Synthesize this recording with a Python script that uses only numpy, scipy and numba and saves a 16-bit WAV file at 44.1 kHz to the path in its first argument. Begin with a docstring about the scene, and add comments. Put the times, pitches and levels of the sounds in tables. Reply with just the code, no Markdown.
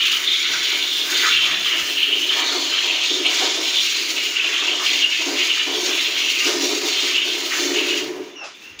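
"""Jets of milk hiss and ring into a steel bucket: a cow is milked by hand in an open stall.
Two overlapping jets blow clouds of ringing bubbles, spatter on the froth and drag air under it.
Deep plunges slop the milk and drum on the bucket; its bare wall rings along.
Faint yard noise and dull bumps lie behind. When the hands pause, thin whistles waver:
perhaps a bird, the last likely a thin milk jet singing."""
import sys
import numpy as np
from scipy import signal
from scipy.fft import rfft, irfft
from scipy.io import wavfile
from scipy.ndimage import uniform_filter1d
from numba import njit

SR = 44100
rng = np.random.default_rng(int(sys.argv[2]) if len(sys.argv) > 2 else 0)


def persist_wave(psi):
    """Save psi, clipped to +-1, as 16-bit WAV."""
    counts = np.round(np.clip(psi, -1, 1) * 32767).astype(np.int16)
    wavfile.write(sys.argv[1], SR, np.atleast_2d(counts).T)


N = 388080
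T = np.arange(N) / SR
T_SLOW = T[::64]  # envelope clock

# Table levels are relative within a layer.
# jet enters open milk: t/s, attack/s, hold/s, level/dB, mid-glide f/Hz, log-pitch scatter
SQUIRT_EVENTS = [(-0.042, 0.05, 0.14, -14.5, 2990, 0.08), (0.208, 0.081, 0.082, -16.5, 3400, 0.04),
                 (0.383, 0.041, 0.18, -20.5, 3410, 0.11), (0.6, 0.057, 0.15, -19.5, 3270, 0.13),
                 (0.788, 0.039, 0.051, -22, 3580.0, 0.041), (0.87, 0.068, 0.1, -20.5, 3460, 0.06),
                 (1.07, 0.089, 0.15, -19, 3420, 0.23), (1.267, 0.069, 0.12, -16.0, 3020, 0.093),
                 (1.439, 0.078, 0.095, -19.5, 3120, 0.086), (1.585, 0.092, 0.13, -19.0, 2950.0, 0.06),
                 (1.833, 0.085, 0.13, -22, 3020, 0.06), (1.952, 0.033, 0.092, -17.5, 2900, 0.04),
                 (2.09, 0.032, 0.051, -18.5, 3010, 0.05), (2.18, 0.038, 0.076, -23, 3020, 0.07),
                 (2.271, 0.018, 0.14, -19.5, 3140, 0.08), (2.47, 0.024, 0.18, -26, 3470, 0.06),
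                 (2.674, 0.12, 0.045, -16, 3050, 0.12), (2.854, 0.033, 0.14, -21.5, 2980, 0.13),
                 (2.97, 0.072, 0.1, -21.5, 3410, 0.1), (3.118, 0.034, 0.108, -26, 3220, 0.08),
                 (3.218, 0.043, 0.058, -17.5, 2880, 0.12), (3.335, 0.027, 0.23, -23, 3470, 0.04),
                 (3.61, 0.048, 0.1, -24.0, 3250, 0.08), (3.722, 0.051, 0.027, -18.5, 3370, 0.09),
                 (3.834, 0.019, 0.25, -23, 2960, 0.2), (4.142, 0.039, 0.067, -19.5, 2810, 0.14),
                 (4.238, 0.029, 0.15, -28.5, 2730, 0.01), (4.345, 0.03, 0.071, -18.5, 2780, 0.06),
                 (4.486, 0.051, 0.14, -18.5, 2900, 0.086), (4.67, 0.021, 0.1, -24, 2990, 0.08),
                 (4.795, 0.1, 0.1, -18, 2900, 0.21), (4.985, 0.05, 0.018, -15, 2840.0, 0),
                 (5.083, 0.047, 0.11, -21, 2760, 0.12), (5.324, 0.093, 0.01, -17, 2680, 0.12),
                 (5.454, 0.052, 0.16, -19.0, 2950, 0.1), (5.688, 0.04, 0.072, -27, 3270, 0.14),
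                 (5.827, 0.103, 0.12, -21.0, 2880, 0.09), (5.965, 0.048, 0.19, -21, 3070, 0.2),
                 (6.118, 0.11, 0.09, -18.0, 2840, 0.08), (6.324, 0.034, 0.11, -21.5, 2700, 0.052),
                 (6.847, 0.13, 0.017, -17.5, 3210, 0.15), (7.01, 0.024, 0.08, -22.5, 2910, 0.13),
                 (7.103, 0.064, 0.047, -17, 2860, 0.06), (7.242, 0.029, 0.18, -23.5, 3150, 0.12),
                 (7.475, 0.03, 0.13, -28.5, 2750, 0.1), (7.717, 0.055, 0.108, -22.0, 2770, 0.12),
                 (7.84, 0.068, 0.1, -24, 2830, 0.047)]
# jet strikes froth: t/s, attack/s, hold/s, spray level/dB, mist level/dB
SPATTER_EVENTS = [(-0.038, 0.032, 0.26, -32.5, -40), (0.253, 0.076, 0.15, -31, -42),
                  (0.442, 0.1, 0.147, -31.5, -41.5), (0.707, 0.043, 0.18, -33.5, -41.5),
                  (0.868, 0.091, 0.159, -32, -37.5), (1.047, 0.13, 0.098, -28, -37),
                  (1.243, 0.03, 0.19, -30.5, -42), (1.422, 0.066, 0.12, -33.5, -42.5),
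                  (1.577, 0.074, 0.26, -32.0, -40), (1.815, 0.051, 0.238, -35.5, -40),
                  (2.11, 0.084, 0.075, -34, -41), (2.25, 0.097, 0.055, -28.5, -40),
                  (2.42, 0.044, 0.3, -30, -44), (2.763, 0.042, 0.16, -31.5, -46),
                  (2.968, 0.078, 0.18, -29.5, -45.5), (3.217, 0.1, 0.074, -28, -43.0),
                  (3.377, 0.021, 0.16, -26.5, -47.0), (3.58, 0.055, 0.17, -28, -42.5),
                  (3.766, 0.063, 0.2, -28.5, -41), (4.01, 0.06, 0.25, -31, -40.5),
                  (4.32, 0.018, 0.08, -32.0, -49.0), (4.401, 0.061, 0.11, -29, -44),
                  (4.547, 0.033, 0.214, -32.5, -51), (4.778, 0.057, 0.17, -27, -40),
                  (5.067, 0.042, 0.186, -30.0, -44.0), (5.286, 0.043, 0.143, -30, -43),
                  (5.416, 0.029, 0.23, -30.5, -46), (5.677, 0.084, 0.218, -29, -41),
                  (5.925, 0.041, 0.16, -31.5, -41), (6.108, 0.076, 0.28, -29.0, -40),
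                  (6.401, 0.078, 0.055, -25.5, -40.0), (6.57, 0.048, 0.16, -26.5, -39.5),
                  (6.771, 0.1, 0.24, -27.5, -40.0), (7.046, 0.03, 0.22, -35.5, -48),
                  (7.207, 0.077, 0.31, -30.5, -40), (7.484, 0.092, 0.13, -27, -39),
                  (7.717, 0.059, 0.22, -31.5, -42.5), (8.064, 0.012, 0.22, -52.5, -62.5),
                  (8.433, 0.01, 0.034, -42.5, -77.5), (8.532, 0.024, 0.15, -55, -60),
                  (8.788, 0.003, 0.1, -36.5, -52)]
# jet drags air under: t/s, length/s, level/dB
GURGLE_EVENTS = [(-0.021, 0.246, -32), (0.433, 0.187, -31), (0.684, 0.033, -30), (1.067, 0.161, -26.5),
                 (1.215, 0.031, -18.5), (1.449, 0.064, -26), (1.633, 0.2, -29), (2.294, 0.16, -27),
                 (2.462, 0.048, -32), (2.7, 0.11, -32), (3.285, 0.158, -31.5), (4.318, 0.21, -32.5),
                 (4.477, 0.15, -30.5), (4.757, 0.13, -33.5), (5.308, 0.14, -33), (5.544, 0.062, -29.5),
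                 (5.85, 0.049, -30.5), (6.134, 0.065, -37), (6.38, 0.11, -28), (7.02, 0.082, -32),
                 (7.5, 0.052, -24.5), (7.638, 0.33, -33)]
# jet plunges deep: t/s, length/s, drum level/dB, slop level/dB
PLUNGE_EVENTS = [(0.162, 0.033, -55, -44), (0.478, 0.11, -44.5, -42), (0.707, 0.044, -44, -37.5),
                 (0.976, 0.165, -43, -40.5), (1.106, 0.15, -39, -53), (1.403, 0.15, -52, -38.5),
                 (1.7, 0.091, -41.5, -39.5), (1.882, 0.03, -39.5, -42), (2.076, 0.2, -39.0, -43),
                 (2.337, 0.22, -39.5, -32.5), (2.505, 0.054, -30, -33), (2.822, 0.11, -42.5, -35),
                 (3.094, 0.12, -30, -42), (3.233, 0.101, -38, -34), (3.39, 0.091, -31.5, -30.5),
                 (3.564, 0.029, -33.5, -34), (3.937, 0.19, -44.5, -44.5), (4.083, 0.21, -42.5, -44.5),
                 (4.43, 0.024, -39, -35.5), (4.599, 0.17, -38, -34.5), (4.897, 0.086, -40, -39.5),
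                 (5.184, 0.038, -38, -35), (5.255, 0.095, -29, -33), (5.66, 0.26, -30.5, -34),
                 (6.065, 0.43, -42, -44), (6.448, 0.285, -26.5, -33), (6.807, 0.048, -30, -34.0),
                 (7.017, 0.025, -28, -38), (7.239, 0.26, -34.5, -38), (7.575, 0.37, -26.0, -38.5),
                 (7.996, 0.18, -29, -41.5)]
# jet stabs the milk: t/s, peak level/dB, f/Hz
SPURT_EVENTS = [(0.2747, -4.5, 3570), (0.2834, -8, 3590), (0.2904, -7, 3320), (0.3166, -6, 3560),
                (1.971, -11, 2840), (1.982, -17, 2980), (2.0298, -5, 2980), (2.126, -10, 2920),
                (2.132, -2.5, 2960), (2.292, -8, 3030), (2.301, -3.5, 3110), (2.7377, -5, 3060),
                (2.788, -6, 2900), (3.259, -7, 3100), (3.7875, -6, 3420), (4.1688, -10, 2670),
                (4.3659, -7, 2840), (4.3966, -4, 2650), (4.476, -6.5, 2750), (4.682, -5.5, 2785),
                (4.866, -6.5, 2850), (4.9565, -7, 2780), (5.0453, -5, 2840), (5.514, -3.5, 2880),
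                (5.534, -8, 2880), (5.9772, -11, 2700), (6.4114, -9, 2680), (7.157, -8, 2850),
                (7.1783, -4, 2910), (7.9083, -13, 2830)]
# jet digs a hollow: centre t/s, length/s, f/Hz, level/dB
GULP_EVENTS = [(0.44, 0.4, 2220, -29), (0.55, .043, 1540, -29.5), (0.755, 0.17, 2280, -28.5),
               (0.837, .05, 3450, -26), (.97, .09, 3490, -26), (1.273, 0.025, 1330, -20),
               (1.74, 0.065, 3030, -25), (2.412, 0.066, 1020, -31), (2.475, 0.081, 3800, -25),
               (2.542, 0.29, 4300, -27.5), (2.7, 0.12, 3060, -27), (2.905, .025, 2750, -23),
               (3.04, 0.037, 2690, -22), (3.126, .08, 3670, -23.5), (4.732, 0.054, 3050, -25),
               (4.83, 0.055, 1170, -32), (5.748, 0.043, 3340, -26)]
# bumps and shuffles: centre t/s, length/s, f/Hz, level/dB
BUMP_EVENTS = [(.55, .1, 150, -54), (1.145, 0.17, 170, -58), (1.36, 0.083, 115, -50),
               (1.53, .12, 86.5, -56), (1.54, 0.16, 170, -47.5), (1.813, .04, 151, -47),
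               (1.83, .04, 75, -51), (6.16, 0.055, 130, -62), (8.094, 0.24, 140, -56),
               (8.444, 0.054, 760, -37.5), (8.45, 0.092, 1160, -40), (8.736, 0.11, 85, -59)]
# thin whistles: t/s, length/s, first f/Hz, last f/Hz, level/dB, octave level/dB
WHISTLE_NOTES = [(8.3, 0.046, 3520, 3500, -46, -25), (8.345, 0.13, 2970, 2480, -32, -9),
                 (8.53, .055, 3480, 3450, -42, -25), (8.605, 0.14, 2625, 2810, -37.5, -27)]
# modes of the part-filled bucket: f/Hz, width/Hz, level/dB
BUCKET_MODES = [(280.8, 6.6, 2.5), (320, 17.2, 0.5), (352.3, 29.3, 2), (376, 12.8, 3.5), (408.8, 5.6, 1),
                (431.7, 10.5, 1), (500.4, 7.2, -7), (574, 13, -9), (599, 19, -10.5), (703, 23, -15.5),
                (799, 21, -21), (960, 26, -22.5)]
# modes of the bare wall above the milk: f/Hz, width/Hz, level/dB
WALL_MODES = [(930, 12, -5), (1275, 16, -6), (1570, 10, -18.5), (2130, 13, -39), (2450, 25, -8),
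              (2880, 59, -16.5), (3190, 42, -36), (3400, 21, -15), (3560, 62, -5), (4460, 87, -21),
              (4580, 28, -2.5), (5280, 30, -36), (6500, 37, -30)]
# EQ of drops on froth: f/Hz, level/dB
SPRAY_EQ = [(400, -40), (1000, -18), (1900, -10.5), (2200, 3), (3000, 2.5), (4200, 3.5), (5000, 2),
            (6700, 1), (7400, -6.5), (8100, -18), (10500, -22.5), (14000, -40)]
# fine droplet hiss, with the microphone's resonance near 15 kHz: f/Hz, level/dB
MIST_MIC_EQ = [(6000, -35), (8200, -1.5), (10300, -2), (12000, -6.5), (13700, -4.5), (14700, 4.5),
               (15300, 10), (15800, -5)]
# EQ of slopping milk: f/Hz, level/dB
SLOP_EQ = [(60, -36), (150, -20), (230, -24), (300, 8.5), (480, 0), (530, 0), (590, 5.5), (760, 7.5),
           (835, -2), (950, 8), (1300, -1.5), (2500, -22)]
# EQ of yard noise: f/Hz, level/dB
YARD_EQ = [(25, -25), (70, -7.5), (130, -2), (330, 12), (600, -0.5), (1300, 3), (2700, 12), (4500, -4),
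           (6500, 2), (8200, -35.5), (13000, -35), (15500, -32)]

PAUSE_S, SETTLE_S = 7.97, 0.14  # hands stop, milk settles


def undb(db):
    """dB to gain."""
    return 10 ** (np.asarray(db) / 20)


def colour(x, eq):
    """Filter by (f/Hz, level/dB) points, interpolated over log f."""
    hz, db = np.transpose(eq)
    bins_hz = np.maximum(np.fft.rfftfreq(N, 1 / SR), 1)
    return irfft(rfft(x) * undb(np.interp(np.log(bins_hz), np.log(hz), db)), N)


def resonate(x, modes):
    """Ring (f/Hz, width/Hz, level/dB) modes; neighbours in opposite polarity."""
    return sum((-1) ** k * undb(db) * signal.lfilter(*signal.iirpeak(hz, hz / width_hz, SR), x)
               for k, (hz, width_hz, db) in enumerate(modes))


def steady(x, samples=2200):
    """Hold running RMS at 1; quick grain stays."""
    power = uniform_filter1d(uniform_filter1d(x * x, samples), samples)
    return x / np.sqrt(np.abs(power) + 1e-18)


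def drops(per_s, spread_db):
    """Random impacts; a few stand out by multiples of spread_db."""
    size = undb(spread_db * np.minimum(rng.exponential(size=N), 5))
    return (rng.random(N) < per_s / SR) * size * rng.choice([-1, 1], N)


def flutter(rate_hz):
    """Random wobble, unit deviation."""
    wobble = np.interp(T * rate_hz, np.arange(N), rng.standard_normal(N))
    return wobble / wobble.std()


def swell(centre_s, length_s):
    """Gaussian hump."""
    return np.exp(-2 * ((T - centre_s) / length_s) ** 2)


def envelope(start_s, length_s, attack_s, release_s, slope_db_per_s=0):
    """Linear attack, sloping hold, exponential release, on T_SLOW."""
    age_s = T_SLOW - start_s
    attack = np.clip(age_s / attack_s, 0, 1)
    hold = undb(slope_db_per_s * np.clip(age_s, 0, length_s))
    return attack * hold * np.exp(-np.maximum(age_s - length_s, 0) / release_s)


def overlap(shapes, db):
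    """Power sum of envelopes, as an audio-rate gain."""
    return np.interp(T, T_SLOW, np.sqrt(undb(db) ** 2 @ np.square(shapes) + 1e-12))


def echoes(x, t60_s, wet_db, wander_hz, count=7):
    """Add dense reflections whose pattern shifts as the source wanders."""
    t = T[:SR // 6]
    tails = rng.standard_normal((count, len(t))) * np.exp(-np.log(1000) * t / t60_s)
    tails /= np.linalg.norm(tails, axis=1, keepdims=True)
    weights = np.array([np.exp(2 * flutter(wander_hz)) for _ in range(count)])
    weights /= np.linalg.norm(weights, axis=0)
    return x + undb(wet_db) * sum(w * signal.fftconvolve(x, tail)[:N] for w, tail in zip(weights, tails))


@njit
def bubbles(kicks, hz, cycles, rise):
    """Each kick rings a bubble: down 60 dB over `cycles`, pitch up by the fraction `rise`."""
    out = np.zeros(len(kicks))
    for i in np.nonzero(kicks)[0]:
        life, phase = cycles * SR / hz[i], 0.
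        for j in range(min(int(life), len(kicks) - i)):
            phase += 2 * np.pi * hz[i] / SR * (1 + rise * j / life)
            out[i + j] += kicks[i] * np.exp(-6.9 * j / life) * np.sin(phase)
    return out


def fine_bubbles(centre_hz, scatter):
    """A still jet blows bubbles of one size, a spattering jet all sizes."""
    hz = centre_hz * np.exp(np.clip(scatter * rng.laplace(size=N), -0.7, 0.7))
    kicks = drops(per_s=3500, spread_db=2.5) * undb(0.82 * flutter(150))
    cloud = echoes(bubbles(kicks, hz, cycles=44.4, rise=0.018), t60_s=0.14, wet_db=0, wander_hz=5)
    eq = [(500, -41), (1900, -5.5), (2250, 2), (4200, 5.5), (7000, -17), (12000, -32)]
    return steady(colour(cloud, eq))


def squirts(rise_hz_per_s=180):
    """Jets ring the milk in turn: level sags, pitch creeps up, the loudest dominates bubble size."""
    start_s, attack_s, hold_s, db, mid_hz, scatter = np.transpose(SQUIRT_EVENTS)
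    length_s = attack_s + hold_s
    shapes = np.array([envelope(*timing, release_s=0.044, slope_db_per_s=-19)
                       for timing in zip(start_s, length_s, attack_s)])
    glides_hz = [hz + rise_hz_per_s * (np.clip(T_SLOW - at_s, 0, span_s) - span_s / 2)
                 for at_s, span_s, hz in zip(start_s, length_s, mid_hz)]
    share = (undb(db)[:, None] * shapes) ** 2 + 1e-18
    share /= share.sum(axis=0)
    centre_hz = np.interp(T, T_SLOW, (share * glides_hz).sum(axis=0))
    cloud = fine_bubbles(centre_hz, np.interp(T, T_SLOW, scatter @ share))
    return overlap(shapes, db - 0.05) * undb(1.4 * flutter(30)) * cloud


def shower(hits, t60_s, wet_db):
    """Each impact throws up a dying shower of finer droplets."""
    pole = np.exp(-np.log(1e6) / (t60_s * SR))
    energy = signal.lfilter([1 - pole], [1, -pole], hits ** 2 + 1e-18)
    return hits + undb(wet_db) * np.sqrt(energy) * rng.standard_normal(N)


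def spray(mist_gain):
    """Drops patter on the froth; the finest fizz on top."""
    hits = drops(per_s=2400, spread_db=2.5) * undb(flutter(110))
    patter = shower(hits, t60_s=0.28, wet_db=1)
    patter = echoes(patter, t60_s=0.06, wet_db=-4, wander_hz=6, count=12)
    fizz = shower(drops(per_s=1400, spread_db=2.5), t60_s=0.096, wet_db=6)
    fizz = echoes(fizz, t60_s=0.051, wet_db=-15, wander_hz=5, count=4)
    return undb(5) * steady(colour(patter, SPRAY_EQ)) + mist_gain * steady(colour(fizz, MIST_MIC_EQ))


def spatters(slugs_per_s=25, slug_decay_s=0.033, slug_db=2.14):
    """Spray and mist swell with each jet on the froth and jump with the slugs in it."""
    start_s, attack_s, hold_s, spray_db, mist_db = np.transpose(SPATTER_EVENTS)
    shapes = [envelope(*timing, release_s=0.07) for timing in zip(start_s, attack_s + hold_s, attack_s)]
    gain = overlap(shapes, spray_db - 0.98)
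    mist_ratio = overlap(shapes, mist_db - 0.8) / gain
    arrivals = rng.random(N) < slugs_per_s / SR
    slugs = signal.lfilter([1], [1, -np.exp(-1 / (slug_decay_s * SR))], arrivals)
    jumps = undb(slug_db * (slugs - slugs.mean()))
    return gain * jumps * spray(mist_ratio * undb(0.45 * flutter(30)))


def agitation(events, db, attack_s, release_s, floor_db):
    """Gain of events (t/s, length/s, ...) over a floor of stirred milk that settles at the pause."""
    shapes = [envelope(start_s, length_s, attack_s, release_s) for start_s, length_s, *_ in events]
    stirred = np.exp(-np.maximum(T - PAUSE_S, 0) / SETTLE_S)
    return np.hypot(overlap(shapes, db), stirred * undb(floor_db))


def gurgles():
    """Air dragged under the froth rings as coarse bubbles."""
    *_, db = np.transpose(GURGLE_EVENTS)
    gain = agitation(GURGLE_EVENTS, db, attack_s=0.026, release_s=0.1, floor_db=-36)
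    gain *= undb(-1.4 + 0.36 * flutter(25))
    hz = 1550 * np.exp(0.317 * np.clip(rng.standard_normal(N), -3, 3))
    cloud = bubbles(drops(per_s=2200, spread_db=3.5), hz, cycles=26.0, rise=0.065)
    cloud = echoes(cloud, t60_s=0.21, wet_db=-0.5, wander_hz=4)
    eq = [(300, -32), (800, -10), (1050, -3.5), (1450, 3), (2200, 11.5), (4000, -5)]
    return gain * steady(colour(cloud, eq))


def yard():
    """Faint, wavering outdoor noise."""
    return steady(colour(rng.standard_normal(N), YARD_EQ)) * undb(-44 + flutter(9))


def wall_ring(x):
    """The bare steel wall rings along with x, all modes in phase."""
    return sum(resonate(x, [mode]) for mode in WALL_MODES)


def bucket_drum():
    """Deep jets beat the low modes of the bucket."""
    *_, db, _ = np.transpose(PLUNGE_EVENTS)
    gain = agitation(PLUNGE_EVENTS, db, attack_s=0.019, release_s=0.097, floor_db=-45.5)
    gain *= undb(0.6 + 1.15 * flutter(28))
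    return gain * steady(resonate(drops(per_s=900, spread_db=3), BUCKET_MODES), samples=3000)


def slop():
    """Deep jets throw the milk about."""
    *_, db = np.transpose(PLUNGE_EVENTS)
    gain = agitation(PLUNGE_EVENTS, db, attack_s=0.019, release_s=0.15, floor_db=-70)
    gain *= undb(-2 + 1.6 * flutter(28))
    return gain * steady(colour(drops(per_s=1800, spread_db=1.5), SLOP_EQ))


def spurts(rise_s=0.0021, detune=0.0043):
    """A jet stabs the milk; a knot of like bubbles swells and rings away."""
    out, t = np.zeros(N), T[:1500]
    shape = t / rise_s * np.exp(1 - t / rise_s)
    for start_s, db, hz in SPURT_EVENTS:
        hz *= 1 + detune * rng.standard_normal()
        ring = np.sin(2 * np.pi * hz * t + np.pi * rng.standard_normal())
        start = int(start_s * SR)
        out[start:start + len(t)] += undb(db - 6.5) * shape * ring
    return out


def gulps():
    """A still jet digs a hollow that sings: bubbles of nearly one size."""
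    out = 0
    for centre_s, length_s, hz, db in GULP_EVENTS:
        cluster = resonate(drops(per_s=1000, spread_db=-4.5), [(hz, 230, 0)])
        out += undb(db) * swell(centre_s, length_s) * steady(resonate(cluster, [(hz, 600, 0)]))
    return out


def bumps():
    """Soft, heavily damped knocks: humps of band-passed noise."""
    noise, out = rng.standard_normal(N), 0
    for centre_s, length_s, hz, db in BUMP_EVENTS:
        body = [(hz, 0.6 * hz, 0)]
        out += undb(db) * swell(centre_s, length_s) * steady(resonate(resonate(noise, body), body))
    return out


def whistles():
    """Wavering glides with an octave and stall echo: perhaps a bird, the last likely a thin jet."""
    out = 0
    for start_s, length_s, first_hz, last_hz, db, octave_db in WHISTLE_NOTES:
        progress = np.clip((T - start_s) / length_s, 0, 1)
        hz = first_hz + (last_hz - first_hz) * progress
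        phase = 2 * np.pi * np.cumsum(hz * (1 + 0.02 * flutter(300))) / SR
        gain = np.sin(np.pi * progress) * undb(db + 1.8 * flutter(110))
        out += gain * (np.sin(phase) + undb(octave_db) * np.sin(2 * phase))
    return echoes(out, t60_s=0.3, wet_db=-4, wander_hz=1, count=2)


def scene():
    """Yard and milk excite the wall; bumps and whistles bypass it. Dual mono."""
    near = yard() + squirts() + spatters() + gurgles() + slop() + bucket_drum() + spurts() + gulps()
    return np.tile(near + wall_ring(near) + bumps() + whistles(), (2, 1))


def record(dry, knee=0.62, top_hz=15750):
    """Soft-clip the peaks, then low-pass steeply."""
    rounded = dry / (1 + (dry / knee) ** 4) ** 0.25
    return signal.sosfilt(signal.ellip(10, 0.2, 80, top_hz, fs=SR, output="sos"), rounded)


dry = scene()
out = record(dry)
persist_wave(out)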